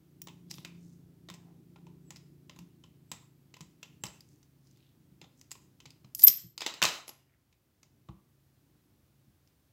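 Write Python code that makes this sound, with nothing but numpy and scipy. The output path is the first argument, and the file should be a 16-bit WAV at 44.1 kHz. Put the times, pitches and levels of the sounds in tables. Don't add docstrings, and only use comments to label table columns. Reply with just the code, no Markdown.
import sys
import numpy as np
from scipy import signal
from scipy.fft import rfft, irfft, next_fast_len
from scipy.io import wavfile
from scipy.ndimage import uniform_filter1d, map_coordinates

SR = 44100
rng = np.random.default_rng(int(sys.argv[2]) if len(sys.argv) > 2 else 0)


def inscribe(sig):
    pcm = np.round(np.clip(np.atleast_2d(sig).T, -1, 1) * 32767)
    wavfile.write(sys.argv[1], SR, pcm.astype(np.int16))


N = 428652

# f/Hz, t60/s
ROOM_DECAY = [(150, .4), (500, .38), (1500, .34), (4000, .315), (8000, .29), (13000, .28)]
# f/Hz, level/dB
ROOM_EQ = [(150, -4), (600, -3), (2500, -3.5), (5000, -5.5), (8000, -6.3), (13000, -6)]
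# f/Hz, relative level/dB
HISS_SPECTRUM = [(25, 0), (40, 10), (62, 26), (110, 26), (200, 13), (350, 9), (600, 8), (1000, 4),
                 (2000, 1), (5000, -1), (9500, -4), (13000, -.5), (16000, 0)]
# f/Hz, relative level/dB
RUMBLE_SPECTRUM = [(25, -42), (60, -18), (115, -3), (170, -3), (220, -6), (320, -6), (400, -12), (500, -22),
                   (900, -37), (2000, -70)]
# t/s, f/Hz
ENGINE_SPEED = [(0, 29), (1.2, 28.6), (2.5, 28.6), (3.3, 27.5), (5, 26.8), (7, 27), (9.7, 27.3)]
# t/s, relative level/dB
ENGINE_LEVEL = [(0.0, -67), (0.46, -55), (1.65, -61), (1.86, -57), (3.32, -66), (4.32, -65), (4.48, -70),
                (6.72, -67), (7.51, -80), (7.78, -79), (7.97, -72), (8.54, -77), (8.75, -73), (9.7, -80)]
# multiple of the cycle rate, relative level/dB
ENGINE_ORDERS = [(1, -41), (2, -20), (3, -16), (4, -9), (5, 0), (6, 0), (7, -13), (8, -16), (9, -12),
                 (10, -11), (11, -12), (12, -14), (13, -17), (14, -19)]
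# f/Hz, relative level/dB, t60/s
HOUSING_MODES = [(85, -12, .14), (125, -6, .16), (165, -6, .18), (200, -5, .18), (300, -14, .24)]
# t/s, relative level/dB, boom f/Hz
JOLTS = [(.582, -39, 172), (1.298, -44, 180), (2.588, -37, 177), (3.115, -41, 134), (3.606, -38, 165),
         (4.036, -40, 134), (4.075, -47, 70), (5.112, -48, 131), (5.211, -46, 150), (5.859, -47, 140),
         (6.041, -47, 130), (6.281, -38, 150), (6.436, -34, 118), (6.824, -31, 160), (6.843, -38, 125),
         (8.086, -32, 196), (8.092, -38, 62), (9.268, -53, 60)]
# middle t/s, length/s, level/dB, centre f/Hz
RUBS = [(.507, .014, -56, 5300), (.565, .09, -64, 12000), (.58, .14, -65, 3800), (.88, .2, -74, 6200),
        (1.47, .16, -71, 750), (4.3, .16, -75, 6500), (4.69, .1, -74, 5600), (4.82, .18, -77, 3400),
        (5.39, .05, -73, 6500), (6.222, .055, -44, 6000), (6.2, .04, -42, 12000), (6.274, .026, -27, 12400),
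        (7.09, .022, -47, 11200), (7.32, .12, -78, 1800)]
# peak t/s, f/Hz, peak level/dB, 60 dB rise/s, 60 dB fall/s
PIVOT_SQUEAKS = [(.2183, 15400, -35, .002, .022), (2.085, 7750, -68, .15, .1), (3.100, 7700, -67, .05, .08),
                 (4.027, 7600, -63, .05, .06), (6.150, 11830, -29, .003, .025),
                 (6.151, 13600, -40, .003, .04), (6.222, 11850, -34, .08, .04),
                 (6.2412, 13130, 6, .011, .008), (6.2485, 13620, 3, .028, .028),
                 (6.2738, 12170, 6, .008, .036), (7.083, 11250, -40, .015, .03),
                 (7.095, 11450, -38, .03, .02)]
# f/Hz, width/Hz, boost/dB
STEEL_MODES = [(340, 50, 6), (470, 70, 6), (620, 110, 4), (840, 70, 8), (1020, 120, 12), (1330, 200, 6),
               (2000, 300, 3), (2580, 300, 4.5), (3050, 160, 2), (3600, 180, 3), (3950, 140, 3),
               (5020, 320, 4), (5650, 200, 1), (6270, 180, 2), (6760, 200, 2), (7630, 320, 1),
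               (11850, 300, 5)]
# middle f/Hz, relative level/dB
CLICK_REGISTERS = [(800, -.5), (2500, 2.5), (6000, 3.6), (11500, -5.5)]
# t/s, struck part f/Hz, strength/dB, hardness/(dB/octave)
LEVER_CONTACTS = [(0.2176, 15310, -63, 3.8), (0.2712, 930, -62, 1.8), (0.2835, 3200, -70, -1.9),
                  (0.5082, 5320, -68, 0.0), (0.512, 5250, -60, 3.2), (0.5398, 4630, -69, 0.8),
                  (0.5823, 4220, -71, -4.0), (0.6484, 2350, -60, 0.8), (1.287, 1810, -66, -1.2),
                  (1.3006, 1060, -60, 1.8), (1.3393, 7600, -69, -2.0), (1.7591, 1400, -79, -4.0),
                  (1.8673, 900, -77, -1.9), (2.1051, 7670, -64, -1.4), (2.1595, 5000, -71, -0.7),
                  (2.1674, 4970, -75, 0.8), (2.495, 3680, -69, -3.0), (2.5614, 1010, -74, 0.7),
                  (2.5889, 930, -66, 3.3), (2.8376, 3040, -76, -2.5), (3.1157, 7620, -55, -2.0),
                  (3.5404, 2930, -70, -0.5), (3.5675, 1010, -70, 0.8), (3.6076, 7580, -66, -2.6),
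                  (3.8292, 3040, -63, -0.1), (4.0366, 7600, -52, -2.1), (4.0545, 4930, -67, 0.7),
                  (4.066, 5020, -65, 1.8), (4.2063, 4930, -75, 4.5), (4.429, 6000, -84, 0.2),
                  (4.772, 12000, -85, -0.6), (5.2144, 3570, -70, -2.5), (5.2395, 3570, -79, -5.1),
                  (5.4129, 6140, -74, 1.9), (5.5083, 7390, -72, 0.6), (5.5156, 7640, -59, 1.2),
                  (5.5524, 990, -72, -0.3), (5.8026, 3120, -73, 0.0), (5.856, 4330, -69, -2.2),
                  (5.9045, 4520, -74, 1.9), (6.0446, 4890, -81, -5.2), (6.1488, 11780, -58, 6.6),
                  (6.1941, 11800, -58, 4.0), (6.2212, 11760, -55, 4.6), (6.2306, 12000, -54, 8.1),
                  (6.2684, 5300, -46, 3.4), (6.281, 5400, -33, 5.1), (6.5781, 4780, -52, 0.6),
                  (6.6058, 4800, -51, -0.8), (6.6171, 3620, -48, -2.4), (6.6631, 4000, -42, -1.9),
                  (6.6745, 3100, -52, -1.3), (6.739, 4440, -57, -0.5), (6.8178, 1420, -37, 0.6),
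                  (6.8252, 3000, -33, 0.0), (6.8366, 7600, -38, 0.0), (6.8425, 1260, -39, -1.0),
                  (6.8521, 4000, -37, -0.4), (6.887, 4890, -48, -2.5), (7.0795, 11000, -58, -1.8),
                  (7.0915, 11480, -57, -2.3), (7.5263, 2390, -84, 1.6), (7.8301, 6090, -75, -1.3),
                  (8.0869, 1100, -76, -5.5), (9.4744, 5640, -89, 1.0)]


def amp(db):
    return 10 ** (np.asarray(db) / 20)


def unit(x):
    return x / np.sqrt(np.mean(x ** 2) + 1e-20)


def along(points, hz):
    f, v = np.transpose(points)
    return np.interp(np.log(hz + 1), np.log(f + 1), v)


def automation(points):
    return np.interp(np.arange(N) / SR, *np.transpose(points))


def wobble(rate, size=N):
    knots = rng.standard_normal(int(size * rate / SR) + 4)
    return map_coordinates(knots, [np.arange(size) * rate / SR])


def filtered(x, response):
    size = next_fast_len(len(x) + SR // 8)
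    return irfft(rfft(x, size) * response(np.fft.rfftfreq(size, 1 / SR)), size)[:len(x)]


def noise(spectrum):
    return unit(filtered(rng.standard_normal(N), lambda hz: amp(along(spectrum, hz))))


def causal(gain):
    cepstrum = irfft(np.log(np.maximum(gain, 1e-9)))
    half = len(cepstrum) // 2
    cepstrum[1:half] *= 2
    cepstrum[half + 1:] = 0
    return np.exp(rfft(cepstrum))


def add(track, s, sound):
    start = max(round(s * SR), 0)
    track[start:start + len(sound)] += sound[:max(N - start, 0)]


def reverb(sound, wet_db, predelay_s=.004, build_s=.004):
    hz, t, spectra = signal.stft(rng.standard_normal(SR // 2), SR, nperseg=256)
    t60 = np.maximum(along(ROOM_DECAY, hz), .05)[:, None]
    fade = amp(wet_db + along(ROOM_EQ, hz)[:, None] - 60 * t / t60)
    unit_energy = np.sqrt(2 * np.log(1000) / (t60 * SR))
    tail = signal.istft(spectra * fade * unit_energy, SR, nperseg=256)[1]
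    age = np.maximum(np.arange(len(tail)) / SR - predelay_s, 0)
    return signal.fftconvolve(sound, tail * (1 - np.exp(-age / build_s)))


def in_room(sound, wet_db=0):
    wet = reverb(sound, wet_db)
    return wet + np.pad(sound, (0, len(wet) - len(sound)))


def room_tone(level_db=-71):
    return amp(level_db) * noise(HISS_SPECTRUM)


def far_engine(trim_db=2, rumble_db=-65.8, cruise_db=-62, flutter_db=2.5, drift=.005, firing_order=6):
    drone_db = automation(ENGINE_LEVEL)
    load_db = drone_db - cruise_db
    phase = 2 * np.pi * np.cumsum(automation(ENGINE_SPEED) * (1 + drift * wobble(5))) / SR
    gains = {order: amp(db + (order == firing_order) * .9 * load_db) for order, db in ENGINE_ORDERS}
    harmonics = sum(gain * amp(flutter_db * wobble(5)) * np.sin(order * phase + rng.uniform(0, 2 * np.pi))
                    for order, gain in gains.items())
    drone = unit(harmonics / np.sqrt(sum(gain ** 2 for gain in gains.values())))
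    rumble = amp(rumble_db + .7 * load_db + 1.5 * wobble(12)) * noise(RUMBLE_SPECTRUM)
    return amp(drone_db + trim_db) * drone + rumble


def housing_thuds(trim_db=-5, attack_s=.003, grip_detune=.05, boom_t60=.17):
    out, t = np.zeros(N), np.arange(SR // 2) / SR
    for s, db, boom_hz in JOLTS:
        modes = [(boom_hz, 0, boom_t60)]
        modes += [(hz * rng.normal(1, grip_detune), level + rng.normal(0, 2), t60)
                  for hz, level, t60 in HOUSING_MODES]
        ring = sum(amp(level - 60 * t / t60) * np.sin(2 * np.pi * (hz * t + rng.random()))
                   for hz, level, t60 in modes)
        add(out, s, amp(db + trim_db) * ring * (1 - np.exp(-t / attack_s)))
    return out


def lever_rubs(grit_db=6, octaves=.4):
    out, t = np.zeros(N), np.arange(-SR // 4, SR // 4) / SR
    for s, length, db, centre_hz in RUBS:
        grit = rng.standard_normal(len(t)) * amp(grit_db * wobble(500, len(t)))
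        rub = unit(filtered(grit, lambda hz: 1 / (1 + (np.log2((hz + 1) / centre_hz) / octaves) ** 2)))
        swell = amp(db) * np.exp(-(2 * t / length) ** 2)
        add(out, s + t[0], in_room(rub * swell))
    return out


def pivot_squeaks(waver=.006, wet_db=-5):
    out, t = np.zeros(N), np.arange(-SR // 8, SR // 8) / SR
    for s, hz, db, rise, fall in PIVOT_SQUEAKS:
        swell = amp(db - 60 * np.where(t < 0, -t / rise, t / fall))
        phase = 2 * np.pi * np.cumsum(hz * (1 + waver * wobble(500, len(t)))) / SR
        add(out, s + t[0], in_room(swell * np.sin(phase), wet_db))
    return out


def register_levels(pitch, strength_db, hardness, tilt_hz=4100, part_db=13, part_octaves=1.5):
    hz, db = np.transpose(CLICK_REGISTERS)
    tilt = hardness * np.log2(hz / tilt_hz)
    boost = part_db / (1 + (np.log2(hz / pitch) / part_octaves) ** 2)
    return strength_db + db + tilt + boost


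def chatter(t, hardness, shake_db=-14, shake_t60=.055, rebound_db=-21, rough_db=3.2):
    rise_s = .0004 * 2 ** (-hardness / 3.5)
    crack_t60 = .018 * 2 ** (-hardness / 12)
    decay = amp(-60 * t / crack_t60) + amp(shake_db - 60 * t / shake_t60)
    hit = decay * (1 - np.exp(-t / rise_s))
    rebound = amp(rebound_db) * np.interp(t - rng.uniform(.008, .03), t, hit)
    return rng.standard_normal(len(t)) * (hit + rebound) * amp(rough_db * wobble(1200, len(t)))


def steel_response(hz, pitch, heavy, vary_db=3):
    def mode(centre, width, db):
        return amp(db) ** 2 / (1 + (2 * (hz - centre) / width) ** 2)

    frame = 1 + sum(mode(f, width, db + rng.normal(0, vary_db)) for f, width, db in STEEL_MODES)
    struck_part = 1 + mode(pitch, width=.14 * pitch, db=7)
    hollow = 1 + (1 - heavy) * mode(1600, width=400, db=7)
    return np.sqrt(frame * struck_part / hollow)


def steel_ring(force, steel, hz, levels, blow_s=.009, bass_db=-12):
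    edges_hz = [400, 1500, 4200, 8500, 16000]
    corners_hz = [50, 200, 1200, 1800, 3700, 4900, 7400, 9200, 16000]
    size = 2 * (len(hz) - 1)
    power = 2 * np.abs(force * steel) ** 2 / (size * blow_s * SR)
    band_power = [power[(hz >= lo) & (hz < hi)].sum() for lo, hi in zip(edges_hz, edges_hz[1:])]
    eq_db = np.repeat(levels - 10 * np.log10(band_power), 2)
    eq = amp(np.interp(np.log(hz + 1), np.log(corners_hz), np.r_[eq_db[0] + bass_db, eq_db]))
    return irfft(force * causal(steel * eq))


def lever_clicks(trim_db=.3, heavy_db=-45, ripple_db=2, size=4096):
    out, t, hz = np.zeros(N), np.arange(size) / SR, np.fft.rfftfreq(size, 1 / SR)
    for s, pitch, strength_db, hardness in LEVER_CONTACTS:
        levels = register_levels(pitch, strength_db, hardness)
        body_db, tick_db = levels[0], levels[3]
        heavy = np.clip((body_db - heavy_db) / 10 + .5, 0, 1)
        bright = np.clip((tick_db - body_db) / 30, 0, 1)
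        force = rfft(chatter(t, hardness))
        steel = steel_response(hz, pitch, heavy)
        add(out, s, steel_ring(force, steel, hz, levels))
        diffuse_force = np.sqrt(1 + (unit(np.abs(force)) * amp(ripple_db)) ** 2)
        wet_db = -1.6 + 2.8 * heavy - 7.5 * bright
        add(out, s, reverb(steel_ring(diffuse_force, steel, hz, levels), wet_db))
    return amp(trim_db) * out


def scene():
    handle = lever_clicks() + pivot_squeaks() + lever_rubs() + housing_thuds()
    return (handle + far_engine() + room_tone())[None]


def record(dry, ceiling=.98, release_db_per_s=3, low_cut_hz=48, high_cut_hz=15900):
    x = signal.sosfilt(signal.butter(3, low_cut_hz, "highpass", fs=SR, output="sos"), dry[0])
    excess_db = 20 * np.log10(np.maximum(np.abs(x) / ceiling, 1))
    recovery_db = release_db_per_s * np.arange(N) / SR
    duck_db = uniform_filter1d(np.maximum.accumulate(excess_db + recovery_db) - recovery_db, size=32)
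    return filtered(x * amp(-duck_db), lambda hz: 1 / (1 + (hz / high_cut_hz) ** 160))[None]


dry = scene()
out = record(dry)
inscribe(out)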